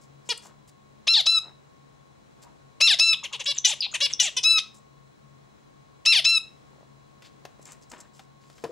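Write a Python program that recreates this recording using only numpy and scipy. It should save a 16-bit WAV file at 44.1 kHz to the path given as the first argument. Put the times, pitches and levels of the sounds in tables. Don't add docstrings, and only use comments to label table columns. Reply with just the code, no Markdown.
import sys
import numpy as np
from scipy import signal
from scipy.fft import rfft, irfft
from scipy.io import wavfile
from scipy.ndimage import uniform_filter1d

SR = 44100
rng = np.random.default_rng(int(sys.argv[2]) if len(sys.argv) > 2 else 0)


def to_wav(s):
    ch = np.atleast_2d(s).T
    pcm = np.round(np.clip(ch, -1, 1) * 32767)
    wavfile.write(sys.argv[1], SR, pcm.astype(np.int16))


def ratio(d):
    e = np.asarray(d, float) / 20
    return 10 ** e


N = 384111
FREQ = np.fft.rfftfreq(N, 1 / SR)


def on_log(table, hz):
    table = np.array(table, float)
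    return np.interp(np.log(np.maximum(hz, 1)), np.log(table[:, 0]), table[:, 1])


def unit(x):
    return x / np.sqrt(np.mean(x ** 2))


def hump(hz, centre_hz, width_hz):
    return 1 / (1 + (2 * (hz - centre_hz) / width_hz) ** 2) ** 2


def band(count, centre_hz, width_hz):
    gain = np.sqrt(hump(np.fft.rfftfreq(count, 1 / SR), centre_hz, width_hz))
    return unit(irfft(rfft(rng.standard_normal(count)) * gain, count))


def walk(shape, rate):
    k = max(int(SR / rate), 1)
    x = uniform_filter1d(uniform_filter1d(rng.standard_normal(shape), k), k)
    return x / x.std()


def add(out, start_s, x):
    i = int(start_s * SR)
    out[i:i + len(x)] += x[:N - i]


def puffs(table, grain_db):
    out = np.zeros(N)
    for start_s, length_s, db, hz, width_hz in table:
        n = int(length_s * SR)
        swell = np.sin(np.pi * np.sqrt(np.arange(n) / n))
        crumble = ratio(grain_db * walk(n, 350))
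        add(out, start_s, ratio(db) * swell * crumble * band(n, hz, width_hz))
    return out


# (time from start [s], pitch [Hz], level [dB],
# throat resonance [Hz], beak share [dB], rasp [0-1], neck [dB]).
SWEEP = [(0, 438, -24, 2900, -2.5, 0, 1.5), (.005, 556.8, -13, 2916, 4.5, 0.5, 6.5),
         (.0095, 642, -6, 3200, 4, .7, 0), (.012, 1290, -3.5, 2931, 3, 0.3, -3.5),
         (.023, 1337, -2.5, 3124, 1.5, 0.03, -5), (.042, 1382, -3, 3350, -1, 0, -7),
         (.058, 1379, -4, 3385, -3.5, 0, -6), (.069, 1354, -4, 3406, -2, 0, -6),
         (.072, 1333, -2, 3500, -6, 0.33, -5.5), (.084, 1202, -2, 3411, -9.5, .3, -7.5),
         (.090, 1135, -7, 3500, -9.5, 0.32, -10), (.105, 932, -4, 3314, -6, 0, -4),
         (.140, 720.7, -6, 3276, -8.5, .14, -2.5), (.153, 619.3, -17.5, 3414, -14, 0.3, 5)]
HOLD = [
    (0, 408, -21.5, 3800, 1.5, .2, -0.5),
    (.005, 572, -9.5, 3460, 8.5, .2, 0),
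    (.0095, 640, -5, 3400, 7, .6, -3),
    (.012, 1286, 0.5, 3126, 5.5, 0.2, -6),
    (.035, 1328, -1, 3437, -4.5, 0.0015, -5.5),
    (.060, 1343, -2, 3450, 0, 0, -9),
    (.090, 1334, -2.5, 3496, -4.5, .02, -4.5),
    (.125, 1313, -3.5, 3310, -1, 0, 6.5),
]
DROOP = [
    (.148, 1271, -3, 3400, -10.5, .02, 1.7),
    (.155, 1216, -25.5, 3400, 1, 0.038, 2.6),
]
BREAK = [
    (.131, 1318, -5.5, 3400, -12, 0.044, 7.6),
    (.140, 1262, -1, 3280, -14, 0.18, 9),
    (.147, 1170, -9.5, 3500, -14, .5, 4),
    (.157, 950, -24.5, 3170, -26, 0.91, 4.9),
]
FINAL = [(0, 420.4, -22, 3800, 0, .3, -1), (.005, 570, -15, 3600, 14, 0.5, -6),
         (.012, 1261, -4.5, 3400, -4.5, 0.17, -2), (.030, 1284, -0.5, 3380, -6, 0, 4.5),
         (.042, 1308, -2, 3600, -8.5, 0, 2), (.080, 1322, 0.5, 3670, -23.5, 0, -7),
         (.118, 1307, -2.5, 3670, -18.5, 0.045, 2), (.126, 1300, -7.5, 3400, -7.5, 0, 10.5),
         (.150, 1275, -3.5, 3400, -7, .05, 8.5), (.158, 1234, -1.5, 3370, -17, 0.44, 2.5),
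         (.166, 1180, -17.5, 3500, -10, 0.88, -6), (.180, 940, -28, 3200, -23, 0.83, 10)]
INTRO = [
    (0, 579.6, -19, 3250, -2, 0.66, 0.96),
    (.010, 585, -0.5, 2903, -3, 0.45, 0.99),
    (.025, 460, -2, 3000, -16.5, .15, 1),
    (.040, 372.8, -26, 2896, -16.5, 0.23, 1),
]
TET = [
    (0, 476, -10.5, 3318, -3, 0.28, 1.8),
    (.008, 500, 0.5, 3570, -3, 0.17, 1.1),
    (.020, 510.5, -0.5, 3490, -7, 0.046, 4),
    (.034, 475, -11.5, 3200, -16, .1, 4),
    (.045, 397, -24, 3464, -20, .3, 4),
]
CHIRP = [
    (0, 453, -1.5, 3240, 5, 0.37, 5.3),
    (.008, 486, -4, 3270, -4, 0.123, 2.5),
    (.018, 492, 3, 3430, -4, .04, 2.8),
    (.032, 473, -2, 3370, -5, 0.028, 3.8),
    (.040, 440, -8, 3130, -22, 0.078, 7),
    (.048, 403, -23, 3000, -15, .3, 12.3),
]
STACK = [
    (0, 423.8, -16.5, 2820, 0, 0.49, 1),
    (.012, 559, 1, 3417, -13.5, 0.183, -9),
    (.025, 577.6, 0.5, 3400, 1.5, 0.044, 1.5),
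    (.058, 573.2, 1.5, 3326, -8, 0.092, -7),
    (.064, 520, -6, 3300, -24.5, .15, -1),
    (.072, 413, -15.5, 3680, -22.5, 0.4, 5.5),
]
BUZZ = [
    (0, 504.7, -3.5, 3484, -10.5, 0.3642, -28.5),
    (.006, 503.8, -1.5, 3590, -0.5, 0.202, -29.5),
    (.024, 478, -9.5, 3050, 2, .12, -21.5),
    (.030, 874, -12, 3504, 2, 0.767, 6),
    (.048, 781.5, -14, 3200, 3, 0.878, -3),
    (.051, 985.6, -12.5, 3400, 2.5, 1, -3),
    (.068, 830, -16, 3400, 0, .6, 8),
    (.082, 670, -16.5, 3310, -22.5, 0.15, 5),
    (.100, 518, -26, 2800, -28.5, 0.25, 7.5),
]
SLIDE = BUZZ[:4] + [(.050, 800.4, -12.5, 3100, 1, 1, 1), (.068, 740, -15, 3400, -1, .7, 1),
         (.082, 650, -17, 3400, -17, .15, 2), (.100, 519.7, -27, 2800, -26, .25, 0)]
VOICES = {
    "slide": (SLIDE, 5600, 7100), "sweep": (SWEEP, 4580, 6300), "hold": (HOLD, 4600, 6900),
    "break": (HOLD, 4700, 6900), "final": (FINAL, 4970, 7200), "intro": (INTRO, 5400, 7600),
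    "tet": (TET, 4930, 9500), "chirp": (CHIRP, 4540, 14400), "stack": (STACK, 4686, 9700),
    "buzz": (BUZZ, 5750, 7100),
}


def sing(kind, start_s, length_s, top_hz, level_db, away_db):
    shape, clear_hz, rasp_hz = VOICES[kind]
    ending = {"hold": DROOP, "break": BREAK}.get(kind, [])
    s, hz, db, throat, beak_db, rasp, neck_db = np.transpose(shape + ending)
    attack_s = .012
    stretch = (length_s - attack_s) / (s[-1] - attack_s)
    s = np.where(s > attack_s, attack_s + (s - attack_s) * stretch, s)
    pitch = hz * top_hz / hz.max()
    throat = throat + 45.5 * away_db
    beak = clear_hz + (rasp_hz - clear_hz) * np.clip(rasp, 0, 1)
    neck_db = neck_db + 0.21 * away_db
    return np.transpose([start_s + s, pitch, db + level_db, throat, beak, beak_db - away_db, rasp, neck_db])


# (frequency [Hz], level [dB])
LEAK = [(400, -22), (1000, -17), (1600, -31), (2200, -28.5), (7000, -28.5), (8000, -27), (9000, -28.5),
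        (10400, -24.5), (12000, -41), (14300, -51)]
TRACT_WIDTH_HZ = 1305


def syllable(rows, jitter=.018, shimmer_db=1.2, scatter=2.0, hiss=.015):
    s, *columns = np.transpose(rows)
    columns[1] = ratio(columns[1])
    t = np.arange(s[0], s[-1], 1 / SR)
    hz, level, throat, beak, beak_db, rasp, neck_db = (np.interp(t, s, c) for c in columns)
    hz = uniform_filter1d(hz, size=150, mode="nearest")
    glide = np.abs(np.gradient(np.log(hz))) * SR
    rasp = np.clip(rasp + np.minimum(.007 * glide, .2), 0, 1)
    order = np.arange(1, 37)[:, None]
    partial = order * hz

    power = hump(partial, throat, TRACT_WIDTH_HZ)
    power = power + ratio(2 * beak_db) * hump(partial, beak, TRACT_WIDTH_HZ)
    power = power / (1 + (1700 / partial) ** 8) / (1 + (partial / 9000) ** 12)
    power = power * ratio(.8 * np.minimum(neck_db + 12, 0) * (order % 2))
    alternate = neck_db[0] < -12
    neck_db = (neck_db + 3.5 * walk(len(t), 86)) * (partial < 1450)
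    leak = ratio(2 * (on_log(LEAK, partial) + neck_db)) * (partial < 13900)
    power = power + power.max(0) * leak
    uneven_db = shimmer_db * partial / 4000 + 2.8 * np.minimum(glide / 8, 1)
    gain = np.sqrt(power / power.sum(0)) * ratio(uneven_db * walk(partial.shape, 70))

    phase = 2 * np.pi * np.cumsum(hz * (1 + jitter * rasp * walk(len(t), 600))) / SR
    noisy = rasp ** 2 * np.minimum(0.078 + partial / 3500, 1.5) ** 2 + hiss ** 2
    noisy = np.clip(noisy, 0, 1)
    smear = (walk(partial.shape, 1200) + 1j * walk(partial.shape, 1200)) / np.sqrt(2)
    turn = np.arctan(2 * (partial - throat) / TRACT_WIDTH_HZ)
    turn = turn + np.arctan(2 * (partial - beak) / TRACT_WIDTH_HZ)
    blunt = rasp * walk(partial.shape, 68) + (0.11 + 1.3 * alternate) * rng.standard_normal(order.shape)
    spin = np.exp(1j * (order * phase - 2 * turn + scatter * blunt))
    stack = (np.sqrt(1 - noisy) + np.sqrt(noisy) * smear) * spin
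    voice = np.sum(gain * stack, 0)
    voice = voice / uniform_filter1d(np.abs(voice) ** 2, size=260, mode="nearest") ** .35

    edge = np.clip(np.minimum(1.5 * (t - s[0]), s[-1] - t) / .004, 0, 1)
    beat = np.cos(2 * np.pi * np.cumsum(340 * (1 + 0.17 * walk(len(t), 130))) / SR)
    flutter = 1 + .6 * rasp * np.clip((hz - 900) / 200, 0, 1) * beat
    return np.sqrt(2) * level * edge * flutter * voice.real


# (frequency [Hz], width [Hz], loss per dB of turn [dB])
SHADOW = [(2500, 1400, 0.2), (8910, 2500, 1.5), (13400, 4500, 1.1)]


def shade(x, away_db):
    hz = np.fft.rfftfreq(len(x), 1 / SR)
    lost_db = away_db * sum(loss * hump(hz, centre, width) for centre, width, loss in SHADOW)
    behind_db = max(away_db - 4, 0) * hump(hz, 2550, 1500)
    return irfft(rfft(x) * ratio(-lost_db - behind_db), len(x))


# (time [s], centre pitch [Hz], level [dB], depth of the shake [Hz])
TRILL = [
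    (3.8054, 5510, -46.5, -1.5),
    (3.806, 5150, -20, -2.5),
    (3.809, 4920, -21, -6),
    (3.815, 4845, -32.5, -3.5),
    (3.817, 4766, -21, -6),
    (3.8205, 4852, -41, -5),
    (3.822, 3502, -27, 892.5),
    (3.854, 3210, -28.5, 935),
    (3.868, 3100, -33, 696),
]
TRILL_RATE_HZ = 191


def trill():
    s, *columns = np.transpose(TRILL)
    t = np.arange(s[0], s[-1], 1 / SR)
    hz, db, depth = (np.interp(t, s, c) for c in columns)
    shake = np.cos(2 * np.pi * TRILL_RATE_HZ * (t - 3.8268) + .5 * walk(len(t), 150))
    phase = 2 * np.pi * np.cumsum(hz + depth * shake) / SR
    swell = ratio(db + depth / 1000 * (6.3 * shake + 1.1 * walk(len(t), 400)))
    swell = swell * np.clip(np.minimum(t - s[0], s[-1] - t) / .0012, 0, 1)
    octave = ratio(-24.0) * (depth < 100) * np.sin(2 * phase)
    breath = ratio(-18.5) * depth / 1000 * band(len(t), 4900, 1200)
    return np.sqrt(2) * swell * (np.sin(phase) + octave + breath)


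# (time [s], peak level [dB], frequency [Hz], length [s])
CLICKS = [
    (3.581, -21, 6700, 0.00203),
    (3.586, -11.5, 6080, 0.0024),
    (3.644, -23, 3460, 0.0033),
    (4.13, -26.5, 6400, .002),
    (4.1369, -10.5, 5700, 0.0018),
    (4.195, -22.5, 3530, 0.0036),
]


def clicks():
    out = np.zeros(N)
    for s, db, hz, length in CLICKS:
        n = int(2 * length * SR)
        spin = 2 * np.pi * hz * np.arange(n) / SR
        snap = np.sin(spin) + 0.13 * np.sin(.63 * spin)
        add(out, s - length, ratio(db) * np.hanning(n) ** 2 * snap)
    return out


SUNG = { "sweep": [(1.068, 0.15, 1371, -13.5, 7.5), (2.802, 0.15, 1365, -13, -0.5),
        (6.051, .156, 1361, -13.5, -1.5)], "hold": [(1.256, .137, 1344, -16, 7.5),
        (6.241, .146, 1352, -16.5, 1.5)], "break": [(2.986, .166, 1341, -16.5, -2)],
        "final": [(4.429, .180, 1325, -16, 0)], "intro": [(3.233, 0.04, 557, -30.5, 1),
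        (3.325, 0.047, 563, -30, 3), (3.393, 0.036, 578, -30, 1), (3.937, 0.035, 648, -25, -4)],
        "chirp": [(.289, .048, 488.8, -25, -2.8)], "tet": [(4.365, 0.039, 516.3, -22.5, -5.5)],
        "stack": [(3.455, 0.075, 571.4, -25, 2.5), (4.002, .072, 572.7, -22, -1.5)],
        "buzz": [(3.646, .098, 988.6, -11.5, 0)], "slide": [(4.197, .101, 864, -12.5, -1.5)], }
# (time [s], length [s], level [dB], frequency [Hz], width [Hz])
WHISPERS = [(3.440, 0.01, -43, 6800, 915), (3.548, 0.076, -48, 7296, 605),
            (3.555, 0.043, -40.5, 3199, 1600), (3.618, 0.0089, -44, 6100, 908),
            (3.780, 0.0151, -55.5, 7110, 600), (3.865, 0.0132, -48.5, 863, 300.5),
            (3.224, 0.024, -48, 1060, 250), (3.313, 0.017, -48, 1110, 250),
            (3.387, 0.023, -51.5, 1097, 256), (3.913, 0.028, -49.5, 6800, 710),
            (3.928, 0.038, -47, 1230, 250), (4.098, 0.04, -41.5, 2900, 1650),
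            (4.098, 0.055, -49, 7800, 1499)]


def finch():
    out = puffs(WHISPERS, grain_db=-4.0) + clicks()
    for kind, events in SUNG.items():
        for event in events:
            add(out, event[0], shade(syllable(sing(kind, *event)), event[-1]))
    add(out, TRILL[0][0], trill())
    return out


# (time [s], length [s], level [dB], frequency [Hz], width [Hz])
RUSTLES = [(0.01, 0.064, -64, 6700, 4890), (.25, 0.11, -63, 6070, 4000), (.375, 0.0096, -46, 8630, 2470),
           (.42, 0.087, -55.5, 6800, 5050), (.42, 0.15, -57, 853, 1330), (.675, 0.032, -57, 6780, 7060),
           (1.425, 0.11, -54, 870, 1460), (2.42, 0.035, -55.5, 6050, 8070), (2.43, 0.11, -58, 920, 740),
           (4.74, 0.067, -62, 7390, 4010), (7.225, 0.0763, -57, 3650, 5124), (7.615, 0.03, -58, 7410, 4010),
           (7.655, 0.091, -57, 7180, 2496), (7.655, 0.13, -53, 1115, 3750), (7.718, 0.026, -53, 7030, 4000),
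           (7.82, 0.037, -61, 6090, 3870), (7.895, 0.08, -60, 7220, 2510), (7.912, 0.092, -49, 892, 2580),
           (7.96, 0.14, -57, 920, 2480), (7.975, 0.048, -62.5, 7070, 2500), (8.005, 0.02, -53, 6950, 4040),
           (8.13, 0.15, -65.5, 6100, 5940), (8.4, 0.67, -67, 5115, 7014), (8.69, 0.039, -42.5, 477, 147.8)]
# (time [s], peak level [dB])
FLICKS = [(7.598, -53), (7.6218, -46), (7.6558, -39), (7.6702, -41), (7.7203, -30), (7.8148, -55),
          (7.8229, -51), (7.9001, -39.5), (7.917, -34), (7.9903, -44), (8.004, -34)]
WIRES_HZ = [4820, 5250, 7300, 7410, 7700, 9100]


def feathers():
    flicks = [(s - .001, 0.004733, db - 14, 7180, 3700) for s, db in FLICKS]
    brush = puffs(RUSTLES + flicks, grain_db=3.0)
    ring = 1 + ratio(5.5) * sum(np.sqrt(hump(FREQ, hz, 39)) for hz in WIRES_HZ)
    return irfft(rfft(brush) * ring, N)


# (time [s], peak level [dB], body tone [Hz], crack level [dB], 60 dB decay time [s])
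TAPS = [
    (7.222, -54, 2020, 24.5, 0.059),
    (7.452, -40, 723, 19.5, 0.06),
    (7.595, -34.5, 505, -7, 0.0066),
    (7.917, -47, 884, 20, 0.042),
    (8.194, -43, 770, 17.5, 0.064),
    (8.438, -68, 1983, 29.5, 0.0236),
    (8.500, -52, 346, 22, 0.039),
    (8.581, -57, 3150, 23, 0.093),
    (8.639, -24, 462, 5, 0.11),
]
CREAK_S = [6.733, 6.762, 6.785, 6.809, 6.830]


def taps():
    out = np.zeros(N)
    t = np.arange(SR // 8) / SR
    creak = [(s, -38 - 90 * (CREAK_S[-1] - s), 620, -20, .008) for s in CREAK_S]
    for s, db, hz, crack_db, t60 in TAPS + creak:
        skirt = 0.61 * band(len(t), hz, 2.0 * hz) * np.minimum(t / 0.0087, 1)
        body = np.sin(2 * np.pi * hz * t) + skirt
        crack = ratio(crack_db) * 0.14 * band(len(t), 880, 7700) * ratio(-40 * t / t60)
        add(out, s, ratio(db - 60 * t / t60) * (body + crack))
    return out


def cage():
    return signal.sosfilt(signal.butter(2, 150, "high", fs=SR, output="sos"), feathers() + taps())


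# (frequency [Hz], left minus right [dB])
PORT_DB = [(400, 4.5), (2400, 4), (5000, 1.8), (14000, 3)]
# (frequency [Hz], lead [radians])
PORT_LEAD = [(300, -.2), (1200, -.4), (2200, 0), (6800, .3), (8350, .9), (9100, 1.8), (10700, 1.1),
             (14000, 1.2)]
ECHO_S = (.00110, .00113)


def at_ports(near):
    half = ratio(on_log(PORT_DB, FREQ) / 2) * np.exp(.5j * on_log(PORT_LEAD, FREQ))
    wall = 1 + ratio(-19.5) * np.exp(-2j * np.pi * np.outer(ECHO_S, FREQ))
    return irfft(rfft(near) * np.array([half, 1 / half]) * wall, N)


ROOM_T60_S, ROOM_DB, CAGE_DB = 0.31, -13, -19.5


def room(x):
    t = np.arange(SR // 2) / SR
    shared, left, right = rng.standard_normal((3, len(t)))
    own = np.array([v - uniform_filter1d(v, size=9) for v in (left, right)])
    tail = (1.0 * shared + 0.47 * own) * ratio(-60 * t / ROOM_T60_S) * np.minimum(t / 0.0023, 1)
    dull = uniform_filter1d(tail, size=4)
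    tail = dull + (tail - dull) * ratio(-30 * t / ROOM_T60_S)
    near = (shared + 2.0 * own) * ratio(-60 * t / 0.038) * (t > .001)
    answer = ratio(ROOM_DB) * tail / np.linalg.norm(tail[0])
    answer = answer + ratio(CAGE_DB) * near / np.linalg.norm(near[0])
    return signal.fftconvolve(x[None], answer, axes=1)[:, :N]


# (frequency [Hz], level per Hz [dB])
AIR = [(30, -14), (50, 1), (200, -1), (400, -3.5), (900, -7.5), (1500, -12), (2500, -16), (5000, -20.5),
       (7000, -20.5), (9500, -28.5), (12500, -36.5), (15500, -40)]
# (frequency [Hz], side minus mid [dB])
AIR_SIDE = [(60, 0.5), (130, 5), (300, 5.5), (700, 5), (1400, 4), (4000, -3), (15000, -3)]
# (frequency [Hz], width [Hz], level [dB], steady core relative to the wobble)
HUM = [(138.7, 23, -64.5, 1.5), (214, 8, -72, 1), (738, 6, -80.5, 0.5), (1020, 8, -82, 2.5),
       (1090, 10, -73.5, 2.5), (1126, 8, -83.5, 1.5), (15625, .3, -94.5, 3.5), (3410, 40, -87, 1.5),
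       (4000, 260, -75.5, 0), (2250, 180, -92, 2.5), (5337, 20, -95, 1), (6700, 910, -93, -0.5)]


def air():
    colour_db = on_log(AIR, FREQ)
    mid = irfft(rfft(rng.standard_normal(N)) * ratio(colour_db), N)
    side = irfft(rfft(rng.standard_normal(N)) * ratio(colour_db + on_log(AIR_SIDE, FREQ)), N)
    scale = ratio(-60.5 + 0.69 * walk(N, 2.9)) / np.std(mid)
    mid, side = mid * scale, side * scale
    for hz, width, db, steady in HUM:
        core = steady * np.sin(2 * np.pi * hz * np.arange(N) / SR)
        mid = mid + ratio(db) * (band(N, hz, width) + core)
        side = side + ratio(db - 11.0) * band(N, hz, width)
    pair = np.array([mid + side + 0.063 * mid, mid - side - 0.34 * mid])
    lean = ratio(1.4 / (1 + (FREQ / 700) ** 2))
    return irfft(rfft(pair) * np.array([lean, 1 / lean]), N)


def scene():
    near = finch() + cage()
    room_lean = ratio(np.array([[1.3], [-1.3]]))
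    return at_ports(near) + room_lean * room(near) + air()


def low_pass(x):
    return signal.sosfilt(signal.butter(12, 16630, fs=SR, output="sos"), x)


def record(dry):
    x = signal.sosfilt(signal.butter(1, 25, "high", fs=SR, output="sos"), dry)
    x = signal.sosfilt(signal.ellip(10, .3, 70, 15800, fs=SR, output="sos"), x)
    return low_pass(x)


dry = scene()
out = record(dry)
to_wav(out)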